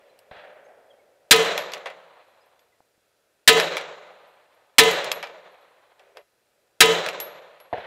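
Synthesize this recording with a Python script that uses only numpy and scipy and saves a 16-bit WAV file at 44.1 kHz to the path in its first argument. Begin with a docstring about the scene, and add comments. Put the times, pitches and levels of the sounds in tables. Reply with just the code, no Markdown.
"""An outdoor shooting range, heard at the mouth of a plastic barrel through which a pistol fires four times.
Each blast excites the barrel's air modes, overloads the microphone's limiter and scatters back from
trees and hills. Spent brass cases strike the wall, bounce and ring. Two shots arrive from other bays,
small birds call faintly over a distant rumble, and the barrel is lightly bumped and scuffed."""
import sys
import numpy as np
from scipy import signal
from scipy.fft import rfft, irfft
from scipy.io import wavfile
from scipy.ndimage import uniform_filter1d

SR = 44100
rng = np.random.default_rng(int(sys.argv[2]) if len(sys.argv) > 2 else 0)


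def store_wav(level_fs):
    """Save 16-bit WAV to argv[1]."""
    pcm = np.round(np.clip(np.atleast_2d(level_fs), -1, 1) * 32767)
    wavfile.write(sys.argv[1], SR, pcm.T.astype(np.int16))


N = 346626


def gain_of(db):
    """Amplitude ratio of a level; all table levels are relative."""
    return 10 ** (np.asarray(db) / 20)


def unit_rms(x):
    """Normalisation to unit power."""
    return x / np.sqrt(np.mean(x ** 2) + 1e-20)


def clock(length):
    """Sample times over a length in seconds."""
    return np.arange(int(length * SR)) / SR


def add(mix, onset, sound):
    """Superposition: a sound joins the mix at an onset in seconds."""
    part = mix[max(round(onset * SR), 0):][:len(sound)]
    part += sound[:len(part)]


def at_hz(table, hz, column=1):
    """Interpolation of a table column over log frequency."""
    columns = np.transpose(table)
    return np.interp(np.log(hz + 1), np.log(columns[0] + 1), columns[column])


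def wander(t, samples):
    """Random fluctuation: a moving average of noise, at unit rms."""
    return unit_rms(uniform_filter1d(rng.standard_normal(len(t)), size=samples))


def hiss(spectrum):
    """Stationary noise with a given spectral density."""
    colour = gain_of(at_hz(spectrum, np.fft.rfftfreq(N, 1 / SR)))
    return irfft(rfft(rng.standard_normal(N)) * colour, N)


def burst(bands, t, hold=0, tilt_db=0, size=512):
    """Frequency-dependent damping: noise holds, then decays band by band. Tilt is in dB per octave."""
    frames = dict(fs=SR, nperseg=size, noverlap=size * 3 // 4)
    hz, times, noise = signal.stft(rng.standard_normal(len(t)), **frames)
    colour_db = at_hz(bands, hz) + tilt_db * np.log2((hz + 100) / 3000)
    fall_db = 60 * np.maximum(times - hold, 0) / at_hz(bands, hz, column=2)[:, None]
    return signal.istft(noise * gain_of(colour_db[:, None] - fall_db), **frames)[1][:len(t)]


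def ring(modes, t, phase=0):
    """Free vibration: one damped sinusoid per mode, each in its own row."""
    hz, db, t60 = np.transpose(modes)[:, :, None]
    return gain_of(db - 60 * t / t60) * np.cos(2 * np.pi * hz * t + phase)


def cut(x, hz, kind):
    """Fourth-order high-pass or low-pass filtering."""
    return signal.sosfilt(signal.butter(4, hz, kind, fs=SR, output="sos"), x)


# Spectral densities of still air and distant rumble: f/Hz, level/dB
AIR_SPECTRUM = [(18, -51.5), (30, -16), (108, -7.5), (208, -12), (420, -2.5), (532, -0.5), (1140, -12.5),
                (1360, -7), (2130, -13.5), (2550, -11.5), (2990, -15.5), (4090, -14.5), (6210, -18),
                (14300, -21.5), (15500, -29.5)]
RUMBLE_SPECTRUM = [(60, -23), (280, -15.5), (560, 5.5), (750, -4.5), (1100, -11.5), (2200, -13),
                   (4000, -24), (5500, -37), (12000, -45.5)]
# Envelope of the rumble: t/s, level/dB
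RUMBLE_ENVELOPE = [(0, -42), (.3, -45.5), (1.202, -53), (2.003, -57.5), (2.9, -66.5), (6.4, -67),
                   (6.751, -59), (7.8, -49.5)]
def background(air_db=-70.5):
    """Ambient noise: steady summer air under a distant rumble that fades and returns."""
    rumble_db = np.interp(np.arange(N) / SR, *np.transpose(RUMBLE_ENVELOPE))
    return gain_of(air_db) * unit_rms(hiss(AIR_SPECTRUM)) + gain_of(rumble_db) * hiss(RUMBLE_SPECTRUM)


# Air modes of the barrel, apart from its beating pair: f/Hz, level/dB, T60/s
BARREL_MODES = [(170, -16, .42), (630, -3, .13), (732, -4, .28), (996, 2, .22), (1262, 2, .21),
                (1525, 0, .14), (1700, 3, .1), (1764, -2, .25), (1812, 5, .11), (1953, 7, .115),
                (2049, 1.5, .25), (2200, 2, .1), (2334, 8, .11), (2500, 5, .145), (2742, -1, .22),
                (2782, 5, .15), (2950, 1, .1), (3028, -.5, .29), (3130, 6, .11), (3309, -4, .3),
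                (3400, 2, .1), (3540, 7, .105), (3605, 5, .135), (3715, 3.5, .115), (3864, 0, .19),
                (4030, 1, .1), (4120, -4, .17), (4480, -3, .16)]
def barrel_resonance(x, resonance_db=-4):
    """Forced vibration: outside sound weakly drives the cavity's modes and turns hollow."""
    response = ring(BARREL_MODES, clock(.4)).sum(0)
    response /= abs(rfft(response)).max()
    return x + gain_of(resonance_db) * signal.fftconvolve(x, response)[:N]


def wall_reflections(x, count=10):
    """Comb filtering: treble reflects around the curved wall and interferes with the direct sound."""
    taps = np.zeros(600)
    taps[rng.integers(20, 450, count)] = .16 * rng.choice([-1, 1], count)
    return x + signal.oaconvolve(x, cut(taps, 4300, "high"))[:N]


# Bird notes: t/s, start f/Hz, end f/Hz, level/dB
BIRD_NOTES = [(.085, 3940, 4200, -67), (.64, 6300, 6500, -69), (.895, 3520, 3000, -58.5),
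              (.985, 2310, 2090, -64), (2.4, 4800, 5200, -68), (2.715, 2134, 1900, -66.5)]
def bird(start_hz, end_hz, db, note_s=.033):
    """Scattering by foliage blurs a short gliding whistle."""
    hz = np.linspace(start_hz, end_hz, len(clock(note_s)))
    note = np.sin(2 * np.pi * np.cumsum(hz) / SR) * np.hanning(len(hz))
    delay = clock(.3)
    leaves = rng.standard_normal(len(delay)) * np.exp(-delay / .05)
    paths = (delay == 0) + .33 * leaves / np.linalg.norm(leaves)
    return gain_of(db) * signal.fftconvolve(note, paths)


# Modes of an empty brass case: f/Hz, level/dB, T60/s
BRASS_MODES = [(11370, -3.5, 0.41), (11400, -7, 0.08)]
def tinkle(db, detune=.0042, tumble_hz=38, settle_db=-13, settle_s=.065):
    """Amplitude modulation: tumbling flutters the ring of a case, soon damped to a faint afterring."""
    t = clock(.4)
    flutter = 1 + .35 * np.sin(2 * np.pi * (tumble_hz * t + rng.random()))
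    damped_db = settle_db * (1 - np.exp(-(t / settle_s) ** 2))
    brass = ring(BRASS_MODES, t * (1 + detune * rng.standard_normal())).sum(0)
    return gain_of(db + damped_db) * flutter * brass


# Noise bands of a metal click and of the wall's rattle: f/Hz, level/dB, T60/s
CLICK_BANDS = [(150, -34, 0.018), (500, -12.5, 0.022), (1200, -15.5, 0.014), (2480, 1, 0.017),
               (4800, -2, .014), (8200, -10, 0.0063), (15300, -18.5, 0.015)]
RATTLE_BANDS = [(151, -85, 0.07), (564, -3, 0.15), (985, -7, 0.11), (2500, -3.5, 0.16), (4200, -10, 0.11),
                (8200, -19, .09), (15000, -32, .08)]
def contact(db, flat_db, tilt_db, rattle_db=7.5):
    """Impact excitation: a case clicks on the barrel and the wall answers hollowly."""
    t = clock(.3)
    click = burst(CLICK_BANDS, t, hold=.0014, tilt_db=tilt_db, size=128)
    rattle = gain_of(rattle_db + flat_db) * burst(RATTLE_BANDS, t, tilt_db=tilt_db)
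    return gain_of(db) * cut(click + rattle, 380, "high")  # click and rattle carry nothing below about 380 Hz


# Landings: t/s, impact level/dB, flatness (0 on the rim, 1 on the side), ring level/dB, tilt/(dB/octave)
CASE_LANDINGS = [(.19, -49.5, 0, -63, 6), (1.5778, -12, 0.44, -38, -4), (1.7195, -24.5, .1, -52, -5),
                 (1.7355, -18.5, 0.47, -60, -2), (1.8582, -28, 0.99, -60, -6.5),
                 (2.593, -49.5, 0.27, -65, -2), (3.599, -8, 0.59, -40, -4),
                 (3.7688, -13.5, 0.58, -53, -3.5), (4.9122, -18, 0.16, -39, 0.5),
                 (5.0439, -24.5, 0.21, -54, 2), (5.1163, -8, 0.13, -34, -3.5),
                 (5.228, -23.5, 0.81, -56, -5.5), (5.995, -43.5, 0.56, -73, -7.5),
                 (6.1709, -30.5, 0.13, -59, -7.5), (7.063, -12.5, 0, -58, -5.5),
                 (7.0873, -15.5, 0.35, -51, -2.5), (7.2015, -23.5, 0.37, -27, 3),
                 (7.6016, -40.5, 0.12, -49, -7)]
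# The other end slaps down, then the case hops: delay t/s, level/dB
REBOUNDS = [(.012, -4), (.043, -7)]
def case_landing(db, flatness, brass_db, tilt_db, rim_db=-22, rebound_rattle_db=-5):
    """Inelastic collision: a case lands and rings; the flatter it falls, the more it rattles and hops."""
    flat_db = rim_db * (1 - np.clip(flatness, 0, 1))
    sound = tinkle(brass_db)
    add(sound, 0, contact(db, flat_db, tilt_db))
    for delay, rebound_db in REBOUNDS:
        add(sound, delay, contact(db + rebound_db + flat_db, flat_db + rebound_rattle_db, tilt_db))
    return sound


def thump(t, push_s=.0025, top_hz=170):
    """A pressure pulse rounded by distance: compression, then a longer rarefaction."""
    return cut((1 - t / push_s) * np.exp(-t / push_s), top_hz, "low")


# A distant shot's thud modes in the barrel, crack bands and tail bands: f/Hz, level/dB, T60/s
THUD_MODES = [(115, -22, .07), (720, -7, .045), (890, -14, .065)]
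CRACK_BANDS = [(40, -18, 0.058), (130, 9, 0.025), (300, 4, 0.032), (534, 10, 0.22), (870, 17.5, 0.034),
               (1220, -40, 0.065), (1700, 5, 0.045), (4030, -47, 0.017), (5340, -46, 0.022),
               (12000, -64, .05)]
TAIL_BANDS = [(50, -52, .5), (120.4, -11.5, .35), (293.6, -25.5, 4.5), (575.4, 0.5, 3), (1080, -18, 1.7),
              (1570, -13, 1.6), (3882, -28, 0.64), (5200, -46.5, 0.83), (11700, -74, 0.49)]
# Shots in other bays: t/s, crack level/dB, tail level/dB, tilt/(dB/octave), bass level/dB
DISTANT_SHOTS = [(.311, -33, -21.5, 2.5, -37), (7.728, -12.5, -16, 2, -29)]
def distant_shot(crack_db, tail_db, tilt_db, bass_db, echo_s=.055):
    """Reflection and scattering: a dull crack, one slap echo from a berm, and a long uneven tail."""
    t = clock(2.5)
    thud = ring(THUD_MODES, t, np.pi / 2).sum(0)
    snap = burst(CRACK_BANDS, t, hold=.0057, tilt_db=tilt_db, size=256)
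    crack = gain_of(crack_db) * (thud + gain_of(-4) * snap)
    bass = gain_of(bass_db) * thump(t)
    lumps_db = 1.7 * wander(t, samples=500)
    tail = gain_of(tail_db + lumps_db) * burst(TAIL_BANDS, t, hold=.082, tilt_db=tilt_db)
    sound = crack + bass + tail
    add(sound, echo_s, gain_of(-15.5) * crack + gain_of(-12) * bass)  # the berm reflects bass best
    return sound * (1 - np.exp(-t / .00097))


def whoop(t, start_hz=8000, end_hz=1500, glide_s=.0043, level_db=11, length_s=.022):
    """Dispersion: waves spiralling along the barrel arrive later the lower they are."""
    hz = end_hz + (start_hz - end_hz) * np.exp(-t / glide_s)
    hz *= 1 + .16 * wander(t, samples=24)
    envelope = gain_of(level_db) * np.sin(np.pi * np.minimum(t / length_s, 1))
    return envelope * np.sin(2 * np.pi * np.cumsum(hz) / SR)


# Noise bands of the muzzle blast and of its wash in the barrel: f/Hz, level/dB, T60/s
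BLAST_BANDS = [(30, -7, 0.065), (120, 6.5, .14), (384, 11, 0.16), (1010, 14, 0.071), (2100, 20.5, 0.096),
               (3860, 24.5, .08), (4800, 20, 0.06), (9000, 14.5, 0.053), (16600, 6.5, 0.045)]
WASH_BANDS = [(40, -6, 0.061), (198, -0.5, 0.2), (590, 6.5, 0.32), (1170, 1.5, 0.22), (2000, 4.5, 0.2),
              (3960, 10, 0.099), (5070, -2.5, 0.21), (6860, -5.5, 0.3), (10000, -11.5, 0.18),
              (15000, -19, .2)]
# The barrel's beating pair of swirling modes: f/Hz, level/dB, T60/s
BEATING_PAIR = [(442, 8, .215), (456.5, 8, .215)]
# Pistol shots: t/s, level/dB, outdoor tail level/dB, barrel mode level/dB
PISTOL_SHOTS = [(1.3097, -1, 0.5, -6), (3.4761, -1, -0.5, -4.5), (4.783, -0.5, -0.5, -6),
                (6.8053, 1.5, -2, -5)]
def pistol(modes_db, boom_db=1, damping_per_s=.6, slide_s=.052):
    """Impulse response of a cavity: the muzzle blast sets the air in the barrel ringing."""
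    t = clock(.9)
    blast = burst(BLAST_BANDS, t, hold=.0049, size=256) + whoop(t) + burst(WASH_BANDS, t)
    # the pair starts in antiphase and builds gradually, so its beating swells twice
    lower, higher = ring(BEATING_PAIR, t)
    boom = gain_of(boom_db) * (lower - higher) * (1 - np.exp(-(t / .04) ** 2))
    # the muzzle sits differently for each shot, which changes the mix of the other modes
    shares = gain_of(modes_db + 1.5 + rng.standard_normal(len(BARREL_MODES)))
    phases = rng.uniform(0, 2 * np.pi, (len(BARREL_MODES), 1))
    modes = shares @ ring(BARREL_MODES, t, phases) * np.exp(-damping_per_s * t)
    sound = (blast + modes) * (1 - np.exp(-t / .0031)) + boom
    # the slide slams shut on the next round
    add(sound, slide_s, gain_of(-7) * burst(CLICK_BANDS, t, hold=.0022, tilt_db=2.5, size=128))
    return sound


# Noise bands returned by trees and by hills: f/Hz, level/dB, T60/s
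TREE_BANDS = [(40, -41.5, 0.46), (111, -31.5, 0.3), (164.5, -12.5, 1.4), (223, -26.5, 0.88), (361, -7, 1),
              (550, -2.5, 1.4), (800, -9.5, 1.15), (1900, -8.5, 0.96), (3380, -12, 0.87), (3800, -7, 0.84),
              (4800, -20, .78), (7100, -26, 0.94), (9200, -26.5, 0.42), (15000, -31.5, 0.46)]
HILL_BANDS = [(60, -61.5, 1.2), (280, -44.5, 2.8), (527, -27, 3.3), (900, -26.5, 3), (2200, -34.5, 2.8),
              (4300, -44, 3.1), (5270, -55, 1.6), (12000, -65, 0.67)]
def terrain_echoes(tail_db, wood_edge_s=.295, last_slope_s=1.4):
    """Backscatter: a shot returns in lumps from trees and hills, with a swell from the wood's edge."""
    t = clock(2.6)
    lumps_db = 1.6 * wander(t, samples=900)
    edge_db = 1.7 * np.exp(-((t - wood_edge_s) / .065) ** 2)
    reach = 1 / (1 + np.exp((t - last_slope_s) / .055))  # hill echoes end at the farthest slope
    tail = burst(TREE_BANDS, t, size=1024) + burst(HILL_BANDS, t) * reach
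    return tail * gain_of(tail_db + lumps_db + edge_db) * (1 - np.exp(-t / .016))


def loose_brass(eject_s=.12, roll_s=(.63, 1.4), touches=2):
    """Free vibration: the ejected case rings in flight, then faintly touches the wall as it rolls."""
    sound = np.zeros(2 * SR)
    add(sound, eject_s, tinkle(db=-40.5))
    for onset in rng.uniform(*roll_s, touches):
        add(sound, onset, case_landing(db=-66, flatness=0, brass_db=-69.5, tilt_db=-4))
    return sound


# Light bumps on the barrel: t/s, level/dB, f/Hz
BARREL_KNOCKS = [(2.805, -42.5, 769), (2.979, -54.5, 350)]
def knock(db, hz, t60=.01):
    """Heavy damping: bumped plastic rings for only a few cycles."""
    return ring([(hz, db, t60)], clock(.1), np.pi / 2)[0]


# Spectral density of rubbing: f/Hz, level/dB
SCUFF_SPECTRUM = [(60, -35), (260, -47), (400, -6), (600, -3.5), (950, -21), (2300, -20), (4200, -36),
                  (9000, -52)]
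# Scuffs: t/s, duration/s, level/dB
ARM_SCUFFS = [(5.93, 0.28, -35.5), (6.13, 0.11, -27.5)]
def scuff(length, db):
    """Friction noise: the shooter's arm rubs the barrel in one short, hollow swell."""
    count = len(clock(length))
    return gain_of(db) * np.hanning(count) * hiss(SCUFF_SPECTRUM)[:count]


def scene():
    """Superposition: the pistol joins all that the barrel colours, and both reflect around its wall."""
    near, around = np.zeros(N), background()
    for onset, db, tail_db, modes_db in PISTOL_SHOTS:
        add(near, onset, gain_of(db) * pistol(modes_db))
        add(around, onset, gain_of(db) * terrain_echoes(tail_db))
        add(around, onset, loose_brass())
    for table, source in ((CASE_LANDINGS, case_landing), (DISTANT_SHOTS, distant_shot),
                          (BARREL_KNOCKS, knock), (ARM_SCUFFS, scuff), (BIRD_NOTES, bird)):
        for onset, *settings in table:
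            add(around, onset, source(*settings))
    return wall_reflections(near + barrel_resonance(around))[None]


def record(dry, limit_db=-2, recovery_db_per_s=185, ceiling=.88, top_hz=15750):
    """Overload: a limiter ducks at each blast and recovers, peaks saturate, and the band is limited."""
    power_db = 10 * np.log10(abs(uniform_filter1d(dry[0] ** 2, size=130)) + 1e-12)
    recovery_db = np.arange(N) / SR * recovery_db_per_s
    held_db = np.maximum.accumulate(power_db + recovery_db) - recovery_db
    over_db = np.maximum(held_db - limit_db, 0)
    ducked = dry / gain_of(uniform_filter1d(over_db, size=40))
    saturated = ducked / (1 + (ducked / ceiling) ** 4) ** (1 / 4)
    lowpass = signal.firwin(255, top_hz, window=("kaiser", 9), fs=SR)
    return signal.oaconvolve(saturated, lowpass[None], "same")


dry = scene()
out = record(dry)
store_wav(out)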